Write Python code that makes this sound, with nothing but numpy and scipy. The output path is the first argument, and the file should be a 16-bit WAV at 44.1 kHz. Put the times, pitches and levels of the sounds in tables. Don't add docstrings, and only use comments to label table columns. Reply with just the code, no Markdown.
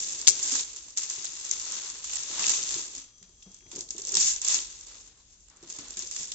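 import sys
import numpy as np
from scipy import signal
from scipy.fft import rfft, irfft
from scipy.io import wavfile
from scipy.ndimage import uniform_filter1d

SR = 44100
rng = np.random.default_rng(int(sys.argv[2]) if len(sys.argv) > 2 else 0)


def volts(x):
    e = np.asarray(x, float) / 20
    return 10 ** e


def pcm_store(signal):
    levels = np.round(np.clip(np.atleast_2d(signal), -1, 1) * 32767)
    wavfile.write(sys.argv[1], SR, levels.astype(np.int16).T)


N = 279594

# frequency in Hz, density in dB per Hz.
PAPER = [(65, -58), (110, -17), (221, -18.5), (279, -13.5), (399, -13), (707, -20), (1030, -15.5),
         (1520, -17.5), (2520, -18.5), (4870, -9.5), (6370, -2), (7490, 0), (7900, -18), (10300, -11),
         (17400, -120)]
# start in seconds, peak in dB, broad part in dB, left minus right in dB.
SNAPS = [(0.4285, -15.5, -28, -5), (0.5190, -19, -21, -16), (0.762, -28.5, -29, -10),
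         (0.9734, -16.5, -24, -3), (1.0336, -19, -19, -5), (1.099, -15, -22, 0), (1.2452, -22.5, -4.5, -8),
         (1.4498, -23.5, -8, -9), (1.512, -12.5, -37, -2), (1.721, -21.5, -31, -6), (2.0425, -20, -9.5, -9),
         (2.394, -16.5, -6.5, -12.5), (2.4659, -13.5, -4.5, 1.5), (2.4946, -9.5, -16.5, -15),
         (2.628, -19.5, -10, 0), (2.723, -25.5, -32, 11), (3.7155, -27.5, -6.5, -1),
         (3.8076, -22.5, -34, -1.5), (3.9057, -20.5, -40, 4), (3.981, -22.5, -14.5, -12.5),
         (4.0704, -19.5, -31, -5), (4.0912, -17.5, -33.5, -7), (4.1204, -17.5, -30, -11),
         (4.1521, -11.5, -12.5, -9), (4.1695, -7, -10, 0.5), (4.208, -13.5, -35.5, -8.5),
         (4.4169, -17.5, -20, -1.5), (4.4477, -12, -29, -6), (4.5437, -11.5, -18, 9),
         (5.6999, -22, -19, -5)]
# start in seconds, peak in dB, broad part in dB,
# left minus right in dB.
MORE_SNAPS = [(0.4864, -19.5, -22, 3), (0.733, -31.5, -37, -10), (0.786, -34, -14, 12), (0.883, -35, -4.5, -2),
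              (1.338, -28.5, -27, -6), (1.493, -28, -21, -7), (1.598, -23.5, -23, -7.5),
              (1.845, -32.5, -21, -16.5), (2.156, -30.5, -33.5, -32.5), (2.335, -24.5, -38, -4),
              (2.9502, -27.5, -7, -3), (3.181, -44, -19, 3), (3.2273, -38, -2.5, -5), (3.4262, -37, -18, 3),
              (3.517, -39.5, -22, -9), (3.5442, -38, -19, -7), (3.76, -23, -14, -8.5), (4.362, -20.5, -21, -2.5),
              (4.8096, -38, -26, 12), (4.869, -38, -9, -17), (5.075, -41, -19, 6), (5.6273, -39.5, -10, 0),
              (5.787, -27, -10, -5), (5.906, -27.5, -12, -3), (5.97, -21, -11.5, -7), (6.0214, -25, -14, 4),
              (6.1124, -22, -11, -7), (6.164, -20, -8, -4), (6.2316, -23.5, -31, -9), (6.318, -20.5, -30, -4.5)]
# start in seconds, peak in dB, pitch in Hz, T60 in seconds.
KNOCKS = [(0.274, -37.5, 395, 0.033), (0.518, -48.5, 267, 0.23), (0.738, -54.5, 428, 0.072),
          (0.858, -55.5, 295, 0.036), (0.971, -65, 293, 0.064), (1.18, -48, 406, 0.044),
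          (2.138, -55, 318, 0.073), (2.299, -40.5, 544, 0.018), (2.393, -47.5, 403.5, 0.14),
          (2.761, -46, 345.3, 0.09), (2.966, -58, 276, 0.25), (3.213, -63.5, 185.8, 0.22),
          (3.289, -63, 357, 0.073), (3.46, -51.5, 190, 0.15), (3.62, -58.5, 366, 0.078),
          (3.658, -51.5, 361, 0.045), (3.729, -44.5, 355, 0.087), (3.759, -45, 294.6, 0.088),
          (3.778, -45.5, 383, 0.09), (3.799, -64, 363, 0.031), (3.902, -53, 270, 0.044),
          (3.948, -48.5, 342.4, 0.12), (3.982, -50, 393, 0.14), (4.119, -48, 382, 0.21),
          (4.166, -41.5, 347, 0.066), (4.218, -52, 413, 0.16), (5.628, -48.5, 342, 0.078),
          (5.785, -50.5, 285.3, 0.19), (6.027, -51, 360, 0.073), (6.198, -47.5, 181, 0.13)]
LEFT_LAG = 50


def level(x, db):
    return x * volts(db) / np.sqrt(np.mean(x ** 2))


def colour(x, points):
    hz, db = np.transpose(points)
    grid = np.maximum(np.fft.rfftfreq(4096, 1 / SR), 1)
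    gain_db = np.interp(np.log(grid), np.log(hz), np.maximum(db, -60))
    ceps = irfft(np.log(volts(gain_db)))
    ceps[1:2048] *= 2
    ceps[2049:] = 0
    taps = irfft(np.exp(rfft(ceps)))
    return signal.oaconvolve(np.atleast_2d(x), taps[None], axes=1)[:, :N]


def band(x, index):
    edges_hz = [110, 650, 2000, 4500, 8100]
    sos = signal.butter(2, edges_hz[index:index + 2], "bandpass", fs=SR, output="sos")
    return signal.sosfilt(sos, x)


def impulses(s, size):
    return np.bincount(np.clip((s * SR).astype(int), 0, N - 1), size, N)


def dying(s, db, time_s):
    return signal.lfilter([1], [1, -np.exp(-2 / (time_s * SR))], impulses(s, volts(db) ** 2))


def sides(pan_db):
    return volts(np.array([pan_db, -pan_db]) / 2)


def buckle(spikes, flutter_s, flutter_db, lag):
    shared = 0.35
    left, right = np.atleast_2d(spikes)[0], np.atleast_2d(spikes)[-1]
    direct = np.array([np.roll(left, lag), right])
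    power = signal.lfilter([1], [1, -np.exp(-2 / (flutter_s * SR))], direct ** 2)
    both, *own = rng.standard_normal((3, N))
    shake = np.sqrt(shared) * np.array([np.roll(both, lag), both]) + np.sqrt(1 - shared) * np.array(own)
    return colour(direct + volts(flutter_db) * np.sqrt(power) * shake, PAPER)


def air():
    # frequency in Hz, density in dB per Hz.
    hiss_curve = [(40, -22), (65, -13), (100, -7.5), (250, -13.5), (700, -23.5), (1700, -25.5),
                  (3000, -20.5), (5000, -16.5), (6700, -9), (7500, -8), (8000, -30.5)]
    patch_db, patch_s = 1.6, 0.05
    mid, side = colour(rng.standard_normal((2, N)), hiss_curve)
    side = signal.sosfilt(signal.butter(1, 500, "highpass", fs=SR, output="sos"), side)
    even = np.array([mid + side, mid - side])
    size = int(patch_s * SR)
    drift = uniform_filter1d(uniform_filter1d(rng.standard_normal((4, N)), size=size), size=size)
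    patches = sum(band(even, index) * (volts(level(d, 0) * patch_db) - 1) for index, d in enumerate(drift))
    return level(even + patches, -62)


def hum():
    # time in seconds, level in dB.
    drone_curve = [(0.0, -62.5), (1.16, -70.5), (1.59, -64.5), (1.87, -73), (2.21, -58.5), (2.4, -64.5),
                   (3.85, -65.5), (4.22, -63.5), (5.08, -64.5), (5.95, -65.5), (6.34, -63.5)]
    pitch_hz, width_hz = 45, 16
    t = np.arange(N) / SR
    edges = [pitch_hz - width_hz / 2, pitch_hz + width_hz / 2]
    sos = signal.butter(1, edges, "bandpass", fs=SR, output="sos")
    rumble = signal.sosfilt(sos, rng.standard_normal(N))
    drone = level(rumble, 2.5) + np.sin(2 * np.pi * pitch_hz * t)
    return level(drone, 0) * volts(np.interp(t, *np.transpose(drone_curve)))


def hand():
    # time in seconds, effort in dB, fold size in dB above the usual.
    lift_flap = [(0, -32, -4.5), (.21, -38.5, 1), (.3, -42.5, 2), (.391, -34.5, 0), (.533, -31, 1),
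                 (.601, -29, -0.5), (.66, -42, 0.5), (.962, -53, 1)]
    # time in seconds, effort in dB, fold size in dB.
    peel_side = [(0.974, -30, -1.5), (1.09, -43, 1.5), (1.124, -39, 0.5), (1.4, -41.5, 1.5),
                 (1.5, -40, 0.5), (1.56, -38.5, 1), (1.764, -36.5, 3), (2.02, -45.5, 3)]
    # time in seconds, effort in dB, fold size in dB.
    drag_down = [(2.05, -41.5, 0.5), (2.168, -33, 1), (2.266, -39.5, 1.5), (2.391, -34.5, 6.5),
                 (2.49, -25.5, -0.5), (2.642, -34.5, 1), (2.756, -32.5, 0.5), (2.925, -46.5, 1),
                 (2.978, -40, -0.5)]
    # time in seconds, effort in dB, fold size in dB.
    rest = [(3.05, -55.5, 3.5), (3.11, -65.5, 6), (3.2, -78, 2), (3.27, -70.5, 6.5), (3.35, -67, -4),
            (3.41, -61, -6), (3.48, -60.5, -0.5), (3.58, -63, 1.5), (3.64, -67, -2)]
    # time in seconds, effort in dB, fold size in dB.
    grip_again = [(3.7, -56, -1), (3.73, -50, 4), (3.804, -44.5, -2), (3.864, -54.5, -6), (3.97, -50, -0.5),
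                  (4.0, -47, 1), (4.048, -42.5, -2.5), (4.16, -39, -1)]
    # time in seconds, effort in dB, fold size in dB.
    tug_off = [(4.18, -30, -2), (4.21, -22, -4.5), (4.3, -25, -5.5), (4.4, -46.5, 1), (4.494, -26, 0),
               (4.554, -25.5, -2), (4.656, -43.5, 1.5), (4.836, -51, 1.5), (4.912, -51.5, 6.5)]
    # time in seconds, effort in dB, fold size in dB.
    let_go = [(5.0, -50.5, 2.5), (5.09, -57.5, 3.5), (5.145, -69.5, 9.5), (5.2, -66, 8), (5.25, -70, 5),
              (5.33, -59, -1.5), (5.46, -80, 3), (5.51, -71, 14.5), (5.555, -73.5, 15.5)]
    # time in seconds, effort in dB, fold size in dB.
    pick_at_lid = [(5.6, -71.5, 12.5), (5.64, -60.5, 9), (5.71, -45, -1), (5.834, -49.5, 7.5),
                   (5.96, -49.5, 2), (5.98, -38.5, 1), (6.1, -45, -1), (6.2, -34.5, -2.5),
                   (6.34, -49.5, 0.5)]
    # weight at the start in dB, weight at the end in dB, left minus right in dB.
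    hand_weights = [
        (6, 0.5, -3),
        (-1.5, 1.5, -0.9),
        (-2, 7, -2),
        (-10, 0, -0.5),
        (-1, 10.5, -3.5),
        (-2, 3.5, -2.5),
        (5.5, 2, -1.5),
        (10, 1.5, -2.5),
    ]
    moves = [lift_flap, peel_side, drag_down, rest, grip_again, tug_off, let_go, pick_at_lid]
    rows = []
    for move, (first_db, last_db, pan_db) in zip(moves, hand_weights):
        for point, weight_db in zip(move, np.linspace(first_db, last_db, len(move))):
            rows.append((*point, weight_db, pan_db))
    s, *columns = np.transpose(rows)
    effort_db, fold_db, weight_db, pan_db = (np.interp(np.arange(N) / SR, s, c) for c in columns)
    snap_s, snap_db = np.transpose(SNAPS + MORE_SNAPS)[:2]
    after = dying(snap_s, snap_db - 18, 0.027)
    return 10 * np.log10(volts(effort_db) ** 2 + after), fold_db, weight_db, pan_db


def rustle(fine_db, fold_db, weight_db, pan_db):
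    # level in dB at the usual effort,
    # dB per dB of effort, dB per dB of fold size.
    sheet_law = (-61.5, 1, 1.86)
    # level in dB, dB per dB of effort, dB per dB of fold size.
    broad_law = (-46.5, 0.97, 0.76)
    # level in dB, dB per dB of effort, dB per dB of fold size.
    box_law = (-67, 0.85, 1)
    creases_per_s, spread_db, cap_db = 2200, 4.5, 8
    scatter, usual_db = 1.9, -40
    sheet_db, broad_db, box_db = (db + per_effort * (fine_db - usual_db) + per_fold * fold_db
                                  for db, per_effort, per_fold in (sheet_law, broad_law, box_law))
    count = int(creases_per_s * N / SR)
    when, sign = rng.random((2, count))
    size_db = np.minimum(spread_db * rng.exponential(size=count), cap_db)
    place = scatter * rng.standard_normal(count) / SR
    out = 0
    for index, db in enumerate([sheet_db, broad_db, fine_db], 1):
        own_db = 2.2 * rng.standard_normal(count)
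        size = np.sign(sign - 0.5) * volts(size_db + own_db)
        spikes = [impulses(when * N / SR + late, size) for late in (place, 0)]
        lag = LEFT_LAG * (index > 1)
        swarm = level(band(buckle(spikes, 0.002, -9, lag), index), 0)
        out = out + swarm * volts(db + 0.5) * sides(pan_db)
    noise = rng.standard_normal(N) + 0.27 * rng.standard_normal((2, N))
    rumble = level(band(colour(noise, PAPER), 0), 0)
    knock_s, knock_db = np.transpose(KNOCKS)[:2]
    scrape = dying(knock_s, knock_db - 11, 0.07)
    return out + rumble * np.sqrt(volts(box_db + weight_db) ** 2 + scrape)


def pops():
    # start in seconds, peak in dB, pitch in Hz, left minus right in dB.
    small_panels = [(0.0445, -26, 6360, 0), (0.5280, -16, 6100, -2), (0.5932, -20, 4600, -3),
                    (0.9770, -19, 6000, 3), (1.1493, -31, 7200, 0.5), (1.1966, -29.5, 6650, 5.5),
                    (1.222, -30.5, 5620, 9), (1.2626, -33, 6450, 8), (1.399, -27.5, 6400, -4),
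                    (1.4446, -31, 7440, 8), (1.5337, -24, 6130, 4), (1.6514, -39, 6200, -1),
                    (1.9674, -35.5, 7130, 6), (2.233, -20.5, 6920, 3), (2.299, -31.5, 7350, 8),
                    (2.4317, -19, 4800, 3), (2.441, -18, 6640, -7), (2.5146, -19.5, 6220, 0),
                    (2.554, -29.5, 6600, 1.5), (2.5825, -33, 7500, 6), (2.6231, -27.5, 6440, -0.5),
                    (2.6464, -25, 6560, -2.5), (2.6908, -23.5, 7000, 11.5), (2.772, -27, 7310, 2),
                    (2.9988, -40, 6440, 14), (3.5864, -44, 6650, -4), (3.926, -45.5, 6880, -0.5),
                    (3.9635, -27, 7320, 0), (4.083, -23.5, 7420, 12.5), (4.142, -13, 6100, 3),
                    (4.7122, -40, 6450, 2), (4.789, -40, 6680, 8.5), (4.8852, -38, 7480, -1),
                    (5.1731, -48, 6400, 0), (5.4054, -45, 6890, 0), (5.499, -40, 7030, 0.5),
                    (5.569, -39, 7460, 2.5), (5.6935, -33.5, 6850, 6), (5.8085, -32.5, 6800, 10.5),
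                    (5.9387, -41, 6400, -1.5), (6.0844, -38, 7280, -4), (6.137, -26.5, 6810, 6),
                    (6.203, -30, 7370, -5.5), (6.2544, -31, 6000, 7)]
    # start in seconds, peak in dB, pitch in Hz, left minus right in dB.
    large_panels = [(0.2694, -16, 3900, 8), (0.3661, -37, 3670, 2), (0.408, -35.5, 3330, 11),
                    (0.631, -35, 3800, 8), (0.7657, -47, 4200, -2.0), (0.776, -40, 4070, 3),
                    (1.261, -29, 4300, -3), (1.268, -27, 4400, 3), (2.0998, -30.5, 2770, -1),
                    (2.298, -36.5, 4480, 4.5), (2.4415, -16, 3130, -5), (2.622, -27, 3690, -1),
                    (3.2943, -52, 4160, 5.0), (3.4243, -40.5, 3250, -6), (3.5448, -55, 3270, 3),
                    (3.6072, -50, 2250, -3), (3.6244, -54, 2300, 3.5), (3.6646, -48, 2400, -4),
                    (3.7534, -44.5, 4410, 4), (3.8063, -30.5, 4460, 2), (3.888, -34, 4500, -3),
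                    (3.967, -37.5, 3830, -0.5), (3.9835, -38, 3670, -4), (3.999, -41, 3980, 4.5),
                    (4.05, -34, 4370, 2), (4.1688, -13, 4440, -4), (4.5878, -26, 3970, 6),
                    (4.6158, -34.5, 4400, 4), (5.253, -56, 3770, -1), (5.905, -36.5, 4400, -2),
                    (5.9394, -41.5, 3800, 8), (6.0222, -34, 4260, 8.5), (6.319, -26.5, 3980, -3)]
    # start in seconds, peak in dB, pitch in Hz, left minus
    # right in dB.
    more_small_panels = [(0.087, -25.5, 6170, 4.5), (0.9038, -34.5, 6220, 0.5), (1.253, -32, 6660, 2.5),
                         (1.6998, -36.5, 6680, -0.5), (1.8447, -34, 6400, -2), (1.8971, -35.5, 6130, 2),
                         (1.9864, -29.5, 7450, -7), (3.8075, -22, 7300, -10), (3.8274, -40.5, 6350, 2),
                         (3.9968, -23.5, 7400, 2), (4.0908, -22, 7400, 1), (4.152, -10, 6130, -4.5),
                         (4.725, -35, 7360, 9.5), (4.8653, -38, 7400, -2), (4.9511, -48, 6860, -2),
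                         (5.0834, -47, 6790, -5), (5.252, -55, 7330, -4), (5.466, -53, 6390, 1),
                         (5.5633, -47.5, 6800, -11), (6.073, -37, 6260, -3)]
    half_width_octaves, shiver_s, shiver_db = 0.31, 0.0023, -7
    out, t = np.zeros((2, N + 2000)), np.arange(1000) / SR
    for s, db, hz, pan_db in small_panels + large_panels + more_small_panels:
        shiver = volts(shiver_db) * np.exp(-t / shiver_s) * rng.standard_normal((2, len(t)))
        edges = hz * 2.0 ** (half_width_octaves * np.array([-1, 1]))
        sos = signal.butter(2, edges, "bandpass", fs=SR, output="sos")
        pop = signal.sosfilt(sos, shiver + (t == 0))
        for row, gain, lag, wave in zip(out, sides(pan_db), (LEFT_LAG // 2, -LEFT_LAG // 2), pop):
            row[int(s * SR) + lag:][:len(t)] += volts(db - 1) * gain * wave / np.abs(wave).max()
    return out[:, :N]


def snaps(table, flutter_s, flutter_db, low_db, lag):
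    s, peak_db, broad_db, pan_db = np.transpose(table)
    unit = colour(impulses(np.zeros(1), np.ones(1)), PAPER)
    out = np.zeros((2, N))
    for index, db in enumerate([broad_db + low_db, broad_db, 0 * s], 1):
        spikes = [impulses(s - lag / SR / 2, volts(peak_db + db - 2) * gain) for gain in sides(pan_db)]
        burst = band(buckle(spikes, flutter_s, flutter_db, lag * (index > 1)), index)
        out += burst / np.abs(band(unit, index)).max()
    return out


def tape_rip():
    # start in seconds, peak in dB, broad part in dB, left minus right in dB.
    releases = [(.192, -23, -11.5, -8), (.215, -19, -12, 3.5), (.2698, -11.5, 0, 2.5),
                (.2722, -9.5, -8, 1.5), (.2752, 1.5, -7, 5), (.2774, -4.5, -8, 6), (.2805, -9, -16, 3),
                (.2816, 1, -8, 6), (.2830, 0, -9, 3), (.2838, -1.5, -9, 2), (.2855, -12, -15.5, 2.5),
                (.2883, .5, -14, 3), (.2911, -8, -10, 5.5), (.2963, -9, -20, 6), (.3003, -10, -12.5, 7.5),
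                (.3062, -12, -13, -2.5), (.3185, -19, -18, -3)]
    # frequency in Hz, gain in dB.
    tape_tint = [(2000, 3.5), (3000, 1.5), (4400, 11), (6200, 0), (7500, 4)]
    return colour(snaps(releases, 0.001, -19, -23.5, lag=2), tape_tint)


def ring(s, hz, db, t60, push_s):
    out, start = np.zeros(N), int(s * SR) + 1
    t = np.arange(start, min(N, start + int(t60 * SR))) / SR
    since = t - s
    envelope = volts(db - 60 * since / t60) * (1 - np.exp(-since / push_s))
    out[start:start + len(t)] = envelope * np.sin(2 * np.pi * hz * t)
    return out


def thuds():
    # start in seconds, peak in dB, pitch in Hz, T60 in seconds.
    shifts = [(0.271, -55, 156, 0.12), (1.173, -53, 86.1, 0.12), (1.285, -58.5, 175, 0.1),
              (2.299, -54, 167, 0.1), (2.388, -48, 188, 0.15), (2.47, -51, 194, 0.13),
              (2.749, -47, 127, 0.12), (3.22, -62, 180, 0.14), (3.464, -57, 186, 0.088),
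              (3.652, -50, 94.2, 0.1), (3.733, -51, 183, 0.15), (3.898, -59, 194, 0.15),
              (4.163, -41, 183, 0.13), (4.242, -46, 161, 0.12), (5.964, -50.5, 196, 0.14),
              (6.195, -46, 183, 0.12)]
    return sum(ring(s, hz, db, t60, 0.0054) for s, db, hz, t60 in shifts)


def box():
    rattle = 2 + level(uniform_filter1d(rng.standard_normal(N), size=200), 0)
    out = 0
    for s, db, hz, t60 in KNOCKS:
        wall = ring(s, hz, db, t60, 0.0052)
        inside = ring(s, 410, db - 10.5, 0.5 * t60, 0.0027)
        seat = ring(s, 150, db - 11, 0.082, 0.0068)
        out = out + wall + inside + seat
    return rattle * out


def paper_snaps():
    # start in seconds, peak in dB, broad
    # part in dB, left minus right in dB.
    inner_folds = [(0.4333, -17.5, -20, -5), (0.4754, -19, -15, -5.5), (0.541, -24, -23, -4),
                   (0.5513, -16, -27, -5.5), (0.9826, -18.5, -19, 6), (1, -22.5, -20, 2),
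                   (1.5157, -29, -4, -9), (1.613, -27, -12, -1), (2.102, -38.5, 2, -8),
                   (3.293, -46, -16, -1), (3.7273, -39.5, -2, -1), (3.784, -29.5, -23, -5.5),
                   (4.14, -23, -2, -7.5), (4.1844, -35, -28.5, 3), (4.2454, -24.5, -20.5, 7),
                   (4.283, -29, -23.5, 2), (4.313, -31, -27.5, -5), (4.4847, -13, -20, -8),
                   (4.5027, -18, -16, -10.5), (5.635, -40, -10, -9), (3.89, -33.5, -21, -2),
                   (4.0185, -21.5, -32, 3), (4.0498, -22, -27, 1.5), (5.4843, -46, -1, -11),
                   (5.724, -26.5, -46, 6), (5.764, -30, -36, -4), (5.8834, -32, -37, -6.5),
                   (5.991, -18.5, -35, 3.5), (6.072, -28.5, -30, 10.5), (2.134, -21.5, -2, -10),
                   (.701, -36, -14, 0), (0.768, -27, -15, -2), (1.253, -20, -14, 1.5),
                   (1.9, -22.5, -14, -1.5), (3.565, -41, -17, 0), (3.7898, -26.5, -11, -3),
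                   (2.5016, -16, -17, -0.5), (3.753, -28, -12.5, -1), (.4365, -18, -21, 0),
                   (.555, -12.5, -7, 1), (4.477, -19.5, -12, -4)]
    return snaps(SNAPS + MORE_SNAPS + inner_folds, 0.002, -12, -12, lag=LEFT_LAG)


def bangle():
    # start in seconds, then the level of each of the three modes in dB.
    taps = [
        (2.98, -77, -68, -56),
        (3.14, -88, -77, -62),
        (3.37, -90, -76, -72),
        (3.425, -90, -67, -61),
        (3.60, -90, -74, -72),
        (3.635, -90, -78, -60),
    ]
    modes_hz = [1227, 3280, 6045]
    modes_t60 = [1.5, 1.3, 1.0]
    return sum(ring(s, hz, db, t60, 0.0022)
               for s, *dbs in taps for hz, db, t60 in zip(modes_hz, dbs, modes_t60))


def room(x):
    t60_s, tail_db = 0.33, -14.5
    t = np.arange(int(0.8 * SR)) / SR
    common, *own = rng.standard_normal((3, len(t)))
    low = signal.butter(2, 1100, fs=SR, output="sos")
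    tail = own + signal.sosfilt(low, common - own)
    tail *= volts(-60 * t / t60_s) * np.clip(t / 0.019, 0, 1)
    tail *= volts(tail_db) / np.sqrt(np.sum(tail ** 2, axis=1, keepdims=True))
    return signal.fftconvolve(x, tail, axes=1)[:, :N]


def scene():
    near = rustle(*hand()) + pops() + tape_rip()
    near = near + thuds() + box() + paper_snaps() + bangle()
    return near + room(near) + air() + hum()


def low_pass(x):
    return signal.sosfilt(signal.butter(12, 8660, fs=SR, output="sos"), x)


def record(dry):
    # frequency in Hz, left minus right in dB.
    port_tilt = [(300, 1.5), (1000, 1.5), (2700, 5), (5000, 5.5), (6500, 8), (7600, -7.5)]
    ports = [colour(x, [(hz, sign * db / 2) for hz, db in port_tilt])[0] for x, sign in zip(dry, (1, -1))]
    top_hz = 7893
    cut = signal.sosfilt(signal.ellip(10, 0.3, 85, top_hz, fs=SR, output="sos"), ports)
    return low_pass(np.clip(cut, -1, 1))


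dry = scene()
out = record(dry)
pcm_store(out)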